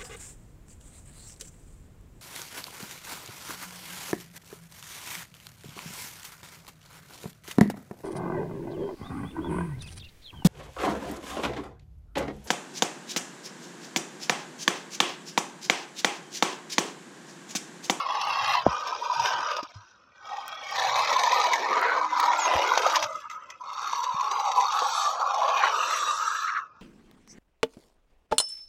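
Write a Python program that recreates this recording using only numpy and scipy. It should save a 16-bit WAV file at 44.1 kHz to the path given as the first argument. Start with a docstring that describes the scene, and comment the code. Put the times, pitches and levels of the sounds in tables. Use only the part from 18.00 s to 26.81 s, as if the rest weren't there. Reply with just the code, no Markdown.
"""Toy car on rough concrete

A small battery toy car drives in short bursts close to a phone: its rolling parts are filtered noise,
its rings, rattle and gear hum are sines. Bumps and grit under hard wheels shake the hollow plastic shell.
The gears whirr, loose parts rattle, wheels scratch on ridges and squawk in skids, and small stones tick.
The phone is knocked a few times (damped sines), a bird calls once and a faint hum sounds (gliding sines),
and wind and quiet outdoor air (soft noise) lie behind."""
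import sys
import numpy as np
from scipy import signal
from scipy.io import wavfile
from scipy.ndimage import uniform_filter1d, map_coordinates

SR = 44100
rng = np.random.default_rng(int(sys.argv[2]) if len(sys.argv) > 2 else 0)


def persist_wave(psi):
    """Save psi, clipped to +-1, as 16-bit WAV."""
    counts = np.round(np.clip(psi, -1, 1) * 32767).astype(np.int16)
    wavfile.write(sys.argv[1], SR, np.atleast_2d(counts).T)


def rack_gain(trim_db):
    """Turn a fader trim in dB into the linear factor to multiply a signal by."""
    fader = np.asarray(trim_db, float)
    return 10 ** (fader / 20)


N = 388521  # length in samples
HOP = 256  # samples between short-time frames
HZ = np.fft.rfftfreq(1024, 1 / SR)[:, None]  # frequency of each short-time bin


def evened(x):
    """Scales to rms 1."""
    return x / np.sqrt(np.mean(x ** 2) + 1e-20)


def steady(x):
    """Divides out the slow level, so that only the fast grain is left."""
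    slow_power = uniform_filter1d(uniform_filter1d(x ** 2, 6000), 6000)
    return x / np.sqrt(slow_power + 1e-20)


def spectra(x):
    """Short-time spectra, bins by frames."""
    return signal.stft(x, nperseg=1024, noverlap=1024 - HOP)[2]


def sound(z):
    """Back from short-time spectra to a waveform."""
    return signal.istft(z, nperseg=1024, noverlap=1024 - HOP)[1][:N]


def read(points, hz):
    """Spectrum in dB at hz, read along a log frequency scale; -90 dB outside its ends."""
    f, value = np.transpose(points)
    return np.interp(np.log(hz + 1), np.log(f + 1), value, -90, -90)


def follow(rows, t, column=1):
    """One column of a table, read as a curve at times t."""
    columns = np.transpose(rows)
    return np.interp(t, columns[0], columns[column])


def add(mix, s, part):
    """Mixes a part in at time s."""
    place = mix[round(s * SR):][:len(part)]
    place += part[:len(place)]


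def swells(rows):
    """Level curve of smooth swells; each row: middle in seconds, level in dB, half length in seconds."""
    t = np.arange(N) / SR
    return sum(rack_gain(db) * np.exp(-((t - s) / half) ** 2) for s, db, half in rows)


def tone(rows):
    """A sine that follows pitch and level; silent before and after its rows."""
    s, hz, db = np.transpose(rows)
    t = np.arange(N) / SR
    level = np.sqrt(2) * rack_gain(np.interp(t, s, db, -200, -200))
    turns = np.cumsum(np.interp(t, s, hz)) / SR
    return level * np.sin(2 * np.pi * turns)


def colour(x, points):
    """Filters through a spectrum with a causal (minimum-phase) filter."""
    db = read(points, np.fft.rfftfreq(4096, 1 / SR))
    log_gain = np.log(rack_gain(np.r_[db, db[-2:0:-1]]))
    phase = -signal.hilbert(log_gain).imag
    taps = np.fft.ifft(np.exp(log_gain + 1j * phase)).real
    return signal.oaconvolve(x, taps[:2048])[:N]


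def patchy(x, tint_db, patch_db, size=(3, 26)):
    """Filters by a tint; patches of the spectrum (size in bins by frames) swell and sink on their own."""
    z = spectra(x)
    field = rng.standard_normal(z.shape[::-1]).T
    field = uniform_filter1d(field, size=size[0], axis=0)
    field = evened(uniform_filter1d(field, size=size[1], axis=1))
    return sound(z * rack_gain(tint_db + patch_db * field))


def bumps(per_s, spread_db, fade_s):
    """Envelope of random bumps in the ground: sudden rise, exponential fall."""
    where, size = rng.random(N), np.minimum(rng.exponential(1, N), 4)
    kicks = (where < per_s / SR) * rack_gain(spread_db * size)
    return evened(signal.lfilter([1], [1, -np.exp(-1 / (fade_s * SR))], kicks))


# Colour of the outdoor air. Each row: frequency in Hz, strength in dB per Hz.
YARD_COLOUR = [(24, -33), (40, -6.5), (364, -12.5), (412, -14), (478, -19.5), (1460, -1.5), (1730, -46.5),
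               (5290, -23), (7310, -49), (15000, -59.5)]


def yard():
    """Quiet outdoor air: noise in a fixed colour with slight patches."""
    level_db = -60.5
    return rack_gain(level_db) * evened(patchy(rng.standard_normal(N), read(YARD_COLOUR, HZ), 0.9))


# Puffs of wind. Each row: middle in seconds, level in dB, half length in seconds.
GUSTS = [(0.506, -55.5, 0.25), (1.213, -49.5, 0.044), (1.355, -57, 0.063), (2.935, -57.5, 0.18),
         (5.05, -56, 0.027)]


def wind():
    """Low lumps of air across the microphone port: swelling low noise."""
    low_colour = [(40, -29.5), (70, 0.0), (130, 10.0), (300, -14.0), (500, -30.5)]  # Hz, dB per Hz
    return swells(GUSTS) * evened(colour(rng.standard_normal(N), low_colour))


# A faint distant hum. Each row: time in seconds, pitch in Hz, level in dB.
HUM = [(3.5, 310, -70), (3.9, 310, -55), (4.0, 311, -52), (4.5, 313, -55), (4.85, 318, -57),
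       (5.0, 320, -52), (5.08, 320, -70)]


def hum():
    """A sine that drifts slightly in pitch."""
    return tone(HUM)


# One falling bird call. Each row: time in seconds, pitch in Hz, level in dB.
BIRD = [(4.372, 8270, -76), (4.384, 7580, -38), (4.41, 6970, -34), (4.444, 6450, -28.5),
        (4.465, 6420, -31.5), (4.485, 6470, -54)]


def bird():
    """A whistled call: one short sine whose pitch slides down."""
    return tone(BIRD)


# Knocks on the phone, and one soft low puff of wind at 1.755 s.
# Each row: start in seconds, level in dB, pitch in Hz, time to fall by 60 dB in seconds.
KNOCKS = [(0.6645, 4, 665, 0.012), (0.665, 0, 230, 0.017), (0.677, -18, 156, 0.04),
          (.68, -24.5, 63.4, 0.11), (1.628, -28, 305, 0.033), (1.755, -34.5, 101, 0.15),
          (4.55, -22, 75.5, 0.082), (4.556, -29, 256, 0.033), (6.142, -28, 162, 0.029)]


def knocks():
    """Low damped swings of the phone case, and one soft low puff of wind, each a fading sine."""
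    out, t = np.zeros(N), np.arange(SR // 2) / SR
    rise_cycles = 0.7
    for s, db, hz, t60 in KNOCKS:
        rise = np.minimum(t * hz / rise_cycles, 1) ** 2
        add(out, s, rack_gain(db - 60 * t / t60) * np.sin(2 * np.pi * hz * t) * rise)
    return out


# Dry ticks of small stones. Each row: start in seconds, level in dB.
TICKS = [(.252, -37), (2.4806, -27), (2.712, -33), (3.8146, -27), (4.2014, -19)]


def ticks():
    """A sub-millisecond snap of noise with almost no bass."""
    out, t = np.zeros(N), np.arange(400) / SR
    fade_s = 0.0007
    for s, db in TICKS:
        add(out, s, rack_gain(db) * rng.standard_normal(len(t)) * np.exp(-t / fade_s))
    return signal.sosfilt(signal.butter(3, 4500, "high", fs=SR, output="sos"), out)


# Wheels sliding sideways. Each row: middle in seconds, level in dB, half length in seconds.
SKIDS = [(3.87, -26, 0.085), (7.645, -22.5, 0.035), (8.492, -31, 0.018), (8.57, -31, 0.02)]
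# Colour of their squawk. Each row: frequency in Hz, strength in dB per Hz.
SQUAWK = [(1350, 8), (1600, 6), (2080, 3.5), (2500, -9), (3000, -20), (4500, -11)]


def skids():
    """Brief swells of rough scrape: noise shaken by fast random bumps."""
    rough = rng.standard_normal(N) * (0.81 + bumps(260, 2.2, 0.0011))
    return swells(SKIDS) * evened(colour(rough, SQUAWK))


# A low gear hum. Each row: time in seconds, pitch in Hz, level in dB.
GEAR_HUM = [(7.0, 525, -62), (7.88, 512, -55), (8.16, 498, -54)]


def gear_hum():
    """A low sine from the gears, slowly sinking in pitch."""
    return tone(GEAR_HUM)


# Names of the sides of the car, in the order that other tables use.
SIDES = ["left", "tail", "far", "belly", "flank", "corner", "nose", "roof", "right"]
# Which side faces the phone. Each row: start in seconds, name of the side.
TURNS = [(0, "left"), (.62, "tail"), (2.1, "far"), (2.75, "belly"), (4.36, "flank"), (5.07, "corner"),
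         (5.62, "nose"), (6.7, "roof"), (7.72, "right")]


def facing(t):
    """Share of each side that faces the phone, sides by times; a turn takes a moment."""
    starts = [s for s, name in TURNS]
    order = np.array([SIDES.index(name) for s, name in TURNS])
    side = order[np.searchsorted(starts, t, "right") - 1]
    turn = max(round(0.05 / (t[1] - t[0])), 1)  # 0.05 s, counted in steps of t
    chosen = 1. * (side == np.arange(len(SIDES))[:, None])
    return uniform_filter1d(chosen, size=turn, axis=1)


# Resonances and dips of the shell. Each row: frequency in Hz, then the height in dB for each of SIDES.
PLATES = [(355, 3, -1.5, -11, -0.5, 3, 7.5, -9, -7, 5.5), (510, 1.5, 4.5, 4.5, 6, 4.5, 4, 5, 10.5, 11),
          (682, 1.5, -8, -3, -1.5, -0.5, -11, -13, 5.5, -1.5),
          (814, 9.5, -3, 13, 4.5, -1, -13, 12, 7.5, -12), (985, 3, 6, -6, 8, 0.5, 7, 13, 3.5, -2.5),
          (1110, 7.5, -2.5, 4, -1.5, -12, -10, 9, 6.5, 3), (1251, 7, 8.5, 8.5, 1.5, -1, 10, 6, 1, 4.5),
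          (1523, -2.5, 12, 17, 3.5, 3.5, -8, -10.5, -9, -9), (1772, 0, -2, -23, 3, -3, 3, -1, 0.5, 0),
          (1850, -4.5, -5.5, 18.5, 6, -2, -8, -8, -10, -3), (2040, -1.5, -14, -14, 7.5, 3, 13, 2, -16, -11),
          (2265, -18.5, -10, 9, 7, -0.5, -4, -3, -8, -8), (2718, 10.5, 1.5, 3, -7, 2.5, 5.5, 0.5, 0.5, 8.5),
          (3210, 9.5, 3.5, 13, -4, 3, -4, -9, 0.5, -13), (3720, 10.5, 7, 4, 3.5, 5.5, -6, 9.5, 6.5, 7.5),
          (4070, 10.5, 1, 1, 6, -1, -11, -6, -1, 3.5), (4424, 10, -1.5, -10, -1.5, 1, -21, 8, 2.5, -6),
          (5074, 12, 10.5, 4, -11, 1, -8, -16, -14, -13), (5703, 3.5, 8, 1, -8, 0, -3, 5.5, 3.5, 6.5),
          (6300, -26, -1.5, -18, -6, 2, 7, 3, 3, 3.5), (7440, -13.5, -9.5, -8, -8, -1, 13, 9, 3, 13),
          (9700, 13, 4.5, -2, -6.5, 2, 4, -7, 3, 7)]
# Overtones of the gear mesh that stand out on smooth ground. Each row: multiple of the mesh pitch, height in dB.
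MESH_OVERTONES = [(5, 10.3), (6, 15), (7, 3.3)]
# Smoothness of the ground. Each row: time in seconds, smoothness from 0 to 1.
SMOOTH = [(6.72, 0), (6.85, 1), (7.1, 1), (7.2, 0), (7.7, 0), (7.8, 1), (8.45, 1), (8.55, 0)]
# The upper resonances slide as the angle to the phone changes. Each row: time in seconds, full shift in percent.
SLIDE = [(0, 6), (.6, -1), (.65, -2), (1.6, -2), (2.15, 5), (2.45, -1), (2.8, 1.5), (5.6, 1), (6.65, 1),
         (6.75, 1), (7.7, 0.5), (8.6, -1.5)]


def shell_db():
    """Resonances of the side that faces the phone, bins by frames in dB; higher ones are wider and slide."""
    half_width_hz, widening = 30, 0.018  # widening is in Hz per Hz
    mesh_hz, waver_percent, slide_from_hz = 1544, 1.9, 1500

    def peak(hz):
        return 1 / (1 + ((HZ - hz) / (half_width_hz + widening * hz)) ** 4)

    t = np.arange(-(-N // HOP) + 1) * HOP / SR
    sides = sum(peak(hz) * np.array(db) for hz, *db in PLATES)
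    mesh = sum(db * peak(k * mesh_hz) for k, db in MESH_OVERTONES)
    still = sides @ facing(t) + mesh * follow(SMOOTH, t)
    waver = uniform_filter1d(rng.standard_normal(len(t)), size=12)
    waver = evened(uniform_filter1d(waver, size=12))
    # no shift below slide_from_hz, the full shift from twice that
    reach = np.clip(HZ / slide_from_hz - 1, 0, 1)
    shift = (follow(SLIDE, t) + waver_percent * waver) / 100 * reach
    bins, frames = np.indices(still.shape)
    return map_coordinates(still, [bins / (1 + shift), frames], order=1, mode="nearest")


# Wheels striking ridges. Each row: start in seconds, level in dB.
RIDGES = [(0.212, -24), (0.871, -27), (1.196, -23), (1.565, -26.5), (1.629, -32), (2.756, -22.5),
          (3.045, -21.5), (3.127, -21), (3.191, -19), (3.234, -17.5), (3.3184, -18.5), (3.439, -19),
          (3.5324, -14), (4.197, -21.5), (4.775, -15.5), (4.817, -23), (4.863, -22.5), (4.898, -22.5),
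          (4.956, -14.5), (4.962, -27), (5.025, -18.5), (5.039, -27), (5.298, -34.5), (5.311, -36),
          (5.501, -33), (5.927, -28), (6.038, -26), (6.207, -27), (6.3128, -24), (6.397, -29), (6.515, -25),
          (6.608, -23.5), (6.72, -25), (6.789, -22.5), (7.343, -30), (7.67, -37), (8.107, -30)]
# Colours of wheel scrape, gear whirr and grit hiss. Each row: frequency in Hz, strength in dB per Hz.
SCRAPE_COLOUR = [(1350, -13), (1600, 10.5), (2400, 11.5), (3100, 6), (3500, -3.5)]
WHIRR_COLOUR = [(2900, -11), (3300, 4.5), (4500, 2), (6000, 4.5), (6800, -0.5), (7100, -11.5),
                (7900, -11.5), (8400, -40.5)]
HISS_COLOUR = [(7800, -30), (8300, -4), (9300, -18.5), (10300, -7), (11400, -13.5), (12600, -5),
               (13500, -9), (15200, -17), (15600, -48.5)]


def ridges(shell):
    """Short bursts of wide scratch through the shell, in the colours of scrape, whirr and hiss."""
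    hits, t = np.zeros(N), np.arange(2000) / SR
    shape = np.minimum(t / 0.0025, 1) * np.exp(-t / 0.007)  # rise and fade in seconds
    for s, db in RIDGES:
        add(hits, s, rack_gain(db) * shape)
    noise = rng.standard_normal((3, N))
    scratch = 0.43 * evened(colour(noise[0], SCRAPE_COLOUR))
    scratch += 0.56 * evened(colour(noise[1], WHIRR_COLOUR))
    scratch += rack_gain(-25.5) * evened(colour(noise[2], HISS_COLOUR))
    return hits * steady(sound(spectra(scratch) * rack_gain(shell)))


# Short rings of the shell, loud and faint, and a last narrow ring as the car stops.
# Each row: start in seconds, level in dB, pitch in Hz, length in seconds.
RINGS = [(0.535, -18, 1186, 0.017), (0.55, -9.5, 990, 0.0053), (0.565, -17.5, 990, 0.031),
         (0.923, -20, 985, 0.012), (1.021, -21, 975, 0.012), (1.057, -18.5, 960, 0.015),
         (1.096, -16, 990, 0.017), (1.116, -16.5, 990, 0.013), (1.155, -18, 935, 0.019),
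         (1.194, -12, 932, 0.015), (3.114, -13.5, 890, 0.0057), (3.159, -12, 1028, 0.018),
         (3.272, -11, 966, 0.012), (3.324, -13.5, 1012, 0.016), (3.436, -14, 977, 0.03),
         (3.658, -16.5, 990, 0.0087), (4.123, -17, 1003, 0.024), (4.157, -14.5, 990, 0.016),
         (4.194, -12.5, 988, 0.015), (4.276, -11.5, 970, 0.022), (4.302, -10, 1020, 0.0085),
         (4.718, -8.5, 1050, 0.0046), (4.775, -2.5, 870, 0.0013), (4.855, -12.5, 1260, 0.013),
         (4.864, -7.5, 700, 0.0037), (4.935, -16, 1190, 0.0052), (4.965, -11.5, 1013, 0.0088),
         (5.152, -23, 1277, 0.013), (5.604, -32.5, 996, 0.024), (5.932, -13.5, 1030, 0.0036),
         (6.204, -19, 996, 0.019), (6.567, -12, 990, 0.038), (6.789, -15, 1220, 0.0035),
         (6.821, -10.5, 806, 0.0016), (7.204, -27, 980, 0.012), (7.418, -14, 1014, 0.0087),
         (7.634, -10.5, 1110, 0.011), (8.108, -15, 1150, 0.0065), (8.277, -13, 1280, 0.0076),
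         (8.443, -18.5, 1346, 0.01), (8.565, -15.5, 1380, 0.0063), (8.619, -34, 1305, 0.033)]
# Boom of the shell. Each row: time in seconds, level in dB, resonance of the air inside in Hz.
BOOM = [(0.0, -25, 1030), (0.07, -28, 966), (0.49, -25.5, 1090), (0.64, -30, 1010), (0.73, -29, 1016),
        (0.95, -31, 990), (0.99, -37, 990), (1.1, -33, 1005), (1.3, -25.5, 1004), (1.52, -29, 1105),
        (1.6, -32, 1030), (1.66, -41.5, 1110), (1.71, -52, 1080), (1.8, -50.5, 1100), (1.9, -60, 1215),
        (2.13, -63.5, 1210), (2.23, -43.5, 1110), (2.33, -34, 960), (2.4, -36, 970), (2.5, -38.5, 1040),
        (2.68, -40.5, 990), (2.79, -25, 976), (3.45, -22.5, 960), (3.6, -27.5, 920), (3.75, -23.5, 1200),
        (4.02, -22.5, 1105), (4.1, -31, 1210), (4.14, -22.5, 1145), (4.61, -22.5, 990), (4.78, -24.5, 1140),
        (5.03, -25, 1110), (5.1, -36, 1230), (5.22, -40, 1300), (5.25, -36, 1190), (5.4, -39.5, 1260),
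        (5.46, -46, 1210), (5.51, -40.5, 1050), (5.57, -50, 1200), (5.62, -40.5, 1230), (5.85, -29, 1296),
        (6.6, -23.5, 990), (6.72, -24, 1200), (7.21, -25, 1105), (7.55, -22.5, 1074), (7.83, -25, 1230),
        (8.59, -28.5, 1420), (8.68, -50.5, 1330), (8.81, -54.5, 1300)]


def rings():
    """Each jolt swells quickly at its own pitch and dies; small chance ones ring at the chassis pitch."""
    jolts_per_s, jolt_db, jolt_s, chassis_hz = 26, -11, 0.012, 990
    out, t = np.zeros(N), np.arange(3000) / SR

    def shape(length):
        rise = (1 - np.exp(-t / (0.1 * length))) ** 2
        return rise * np.exp(-(t / length) ** 2)

    for s, db, hz, length in RINGS:
        add(out, s, rack_gain(db) * shape(length) * np.sin(2 * np.pi * (hz * t + rng.random())))
    where, size = rng.random((2, N))
    # the size of the small jolts follows the boom
    small = (where < jolts_per_s / SR) * size * rack_gain(jolt_db + follow(BOOM, np.arange(N) / SR))
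    out += signal.oaconvolve(small, shape(jolt_s) * np.sin(2 * np.pi * chassis_hz * t))[:N]
    return signal.sosfilt(signal.butter(3, 450, "high", fs=SR, output="sos"), out)


# Loose parts of the car: the pitch in Hz of each small mode.
LOOSE_HZ = [2224, 2596, 3270, 3810, 4380, 5030, 5685]
# Gear whirr. Each row: time in seconds, level in dB.
GEARS = [(0.0, -39.5), (0.03, -43.5), (0.54, -33), (0.64, -44), (1.1, -41.5), (1.28, -33), (1.4, -42),
         (1.5, -39.5), (1.7, -53.5), (2.1, -72.5), (2.3, -49), (2.66, -43.5), (2.8, -32.5), (3.39, -31),
         (3.62, -37.5), (4.11, -44.5), (4.17, -37), (5.03, -33.5), (5.08, -49), (5.18, -49), (5.27, -60),
         (5.33, -51.5), (5.4, -64.5), (5.6, -60.5), (5.77, -43.5), (5.95, -38.5), (6.12, -45), (6.7, -36.5),
         (7.02, -30), (7.21, -43.5), (7.6, -37.5), (7.72, -37), (7.97, -31.5), (8.44, -39), (8.6, -57),
         (8.72, -82), (8.81, -71)]


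def rattle(shell):
    """Dense ticks of uneven size, each in one loose part, heard through the shell; quiet on smooth ground."""
    ticks_per_s, t60_s, rattle_db = 450, 0.011, -3  # rattle_db is relative to the whirr
    s, t = np.arange(N) / SR, np.arange(1200) / SR
    where, part = rng.random(N), rng.integers(0, len(LOOSE_HZ), N)
    size = np.minimum(rng.exponential(1, N), 4)
    hits = (where < ticks_per_s / SR) * rack_gain(3 * size)
    fade = np.minimum(t / 0.0008, 1) * rack_gain(-60 * t / t60_s)
    out = np.zeros(N)
    for k, hz in enumerate(LOOSE_HZ):
        out += signal.oaconvolve(hits * (part == k), fade * np.sin(2 * np.pi * hz * t))[:N]
    level = rack_gain(rattle_db + follow(GEARS, s)) * (1 - follow(SMOOTH, s))
    return level * steady(sound(spectra(out) * rack_gain(shell)))


# Wheel rumble. Each row: time in seconds, level in dB.
ROLL = [(0.0, -83), (0.05, -51.5), (0.64, -44), (0.66, -31), (0.73, -47.5), (1.59, -39.5), (1.84, -75),
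        (3.04, -38.5), (3.95, -32.5), (4.09, -49), (4.32, -38.5), (5.03, -32), (5.19, -50.5), (5.28, -65.5),
        (6.6, -45.5), (6.77, -56), (6.82, -34), (6.92, -61), (7.05, -55.5), (7.46, -31), (7.7, -40),
        (8.14, -47), (8.18, -52.5), (8.81, -75)]
# Colour of the rumble. Each row: frequency in Hz, strength in dB per Hz.
RUMBLE_COLOUR = [(150, -34.5), (280, -22), (380, -15.5), (500, -8.5), (680, -0.5), (850, -31.5)]
# Wheel scrape. Each row: time in seconds, level in dB.
WHEELS = [(0.0, -40), (0.54, -28), (0.64, -39.5), (1.1, -43.5), (1.28, -30.5), (1.54, -38), (1.7, -54.5),
          (1.9, -65.5), (2.15, -63.5), (2.33, -47.5), (2.68, -40.5), (2.78, -32.5), (2.94, -31.5),
          (3.73, -32.5), (3.85, -32.5), (4.07, -41.5), (4.51, -28.5), (4.93, -38), (4.95, -27.5),
          (5.1, -49), (5.27, -56), (5.48, -56), (5.52, -50), (5.6, -61), (5.69, -54), (5.84, -48.5),
          (7.07, -41), (7.19, -52.5), (7.45, -38.5), (7.63, -29), (7.75, -35.5), (8.0, -32), (8.04, -41.5),
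          (8.52, -46), (8.71, -69), (8.81, -73)]
# Grit hiss for each of SIDES, in dB, when the whirr is at -40 dB.
HISS_DB = [-62, -64, -64, -63, -59.5, -52.5, -59.5, -61.5, -60.5]
# The rolling falters for a moment. Each row: middle in seconds, change of level in dB.
STALLS = [(0.647, -8), (1.619, -14), (1.679, -13), (1.731, -19), (5.289, -21), (5.482, -9), (5.592, -10),
          (3.179, -6), (4.76, -2), (4.99, -6.5), (5.008, -7.5)]


def car(shell):
    """One rough ground shakes every rolling part; each answers with noise in its own colour."""
    s, t = np.arange(N) / SR, np.arange(shell.shape[1]) * HOP / SR
    whirr_db = follow(GEARS, s)
    # the hiss follows the whirr, 1.34 dB for each dB
    hiss_db = HISS_DB @ facing(s) + 1.34 * (whirr_db + 40)
    ground = bumps(40, 1.6, 0.019)
    grit = bumps(550, 3.2, 0.0012)
    noise = rng.standard_normal((5, N))

    # the contact keeps changing, so every layer is patchy
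    # the air inside the shell: a wide steep-sided band that moves as the car turns
    air_db = -np.minimum(6 * ((HZ - follow(BOOM, t, column=2)) / 300) ** 2, 90)
    boom = patchy(noise[0] * (4.6 + ground) * (4.4 + grit), air_db + shell, 3.64)
    rumble = patchy(noise[1] * (1.6 + ground), read(RUMBLE_COLOUR, HZ) + shell, 5.5)
    scrape = patchy(noise[2] * (2.4 + ground) * (1.4 + grit), read(SCRAPE_COLOUR, HZ) + shell, 4.6)

    # on smooth stretches the even mesh of the gears hides the bumps
    smooth = follow(SMOOTH, s)

    def meshed(bumpy):
        return (1 - smooth) * bumpy + smooth * bumpy.mean()

    gears, teeth = meshed(ground), meshed(grit)
    spits = meshed(ground + 0.41 * bumps(36, 3.5, 0.0031))
    whirr = patchy(noise[3] * (3 + gears) * (0.8 + teeth), read(WHIRR_COLOUR, HZ) + shell, 3.5)
    hiss = patchy(noise[4] * (0.7 + spits) * (2.9 + teeth), read(HISS_COLOUR, HZ) + shell, 4, size=(70, 6))

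    out = rack_gain(follow(BOOM, s)) * steady(boom)
    out += rack_gain(follow(ROLL, s)) * steady(rumble)
    out += rack_gain(follow(WHEELS, s)) * steady(scrape)
    out += rack_gain(whirr_db) * steady(whirr)
    out += rack_gain(hiss_db) * steady(hiss)
    stall_s = 0.0077  # half length of a stall
    stall_db = sum(db * np.exp(-((t - at) / stall_s) ** 2) for at, db in STALLS)
    return rack_gain(np.interp(s, t, stall_db)) * out


def scene():
    """All sources, one microphone."""
    shell = shell_db()
    background = yard() + wind() + hum() + bird()
    touches = knocks() + ticks() + skids() + ridges(shell) + rings()
    driving = gear_hum() + rattle(shell) + car(shell)
    return (background + touches + driving)[None]


def low_pass(x):
    """Removes everything above the highest recorded frequency."""
    return signal.sosfilt(signal.butter(12, 16530, fs=SR, output="sos"), x)


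def record(dry):
    """Noise suppression lowers what sinks under the mean of its band nearby in time; then the pass band."""
    z = spectra(dry[0])
    power = uniform_filter1d(abs(z) ** 2, size=3, axis=0)
    power = uniform_filter1d(power, size=5, axis=1) + 1e-20
    usual = np.exp(uniform_filter1d(np.log(power), size=60, axis=1))
    keep = np.maximum(power / (power + 0.18 * usual), rack_gain(-7))  # suppresses by 7 dB at most
    pass_band = [(20, -37.5), (65, 1.5), (16400, -3.5), (16600, -81)]  # microphone: Hz, dB
    keep *= rack_gain(read(pass_band, HZ))
    return low_pass(sound(z * keep)[None])


dry = scene()
out = record(dry)
persist_wave(out)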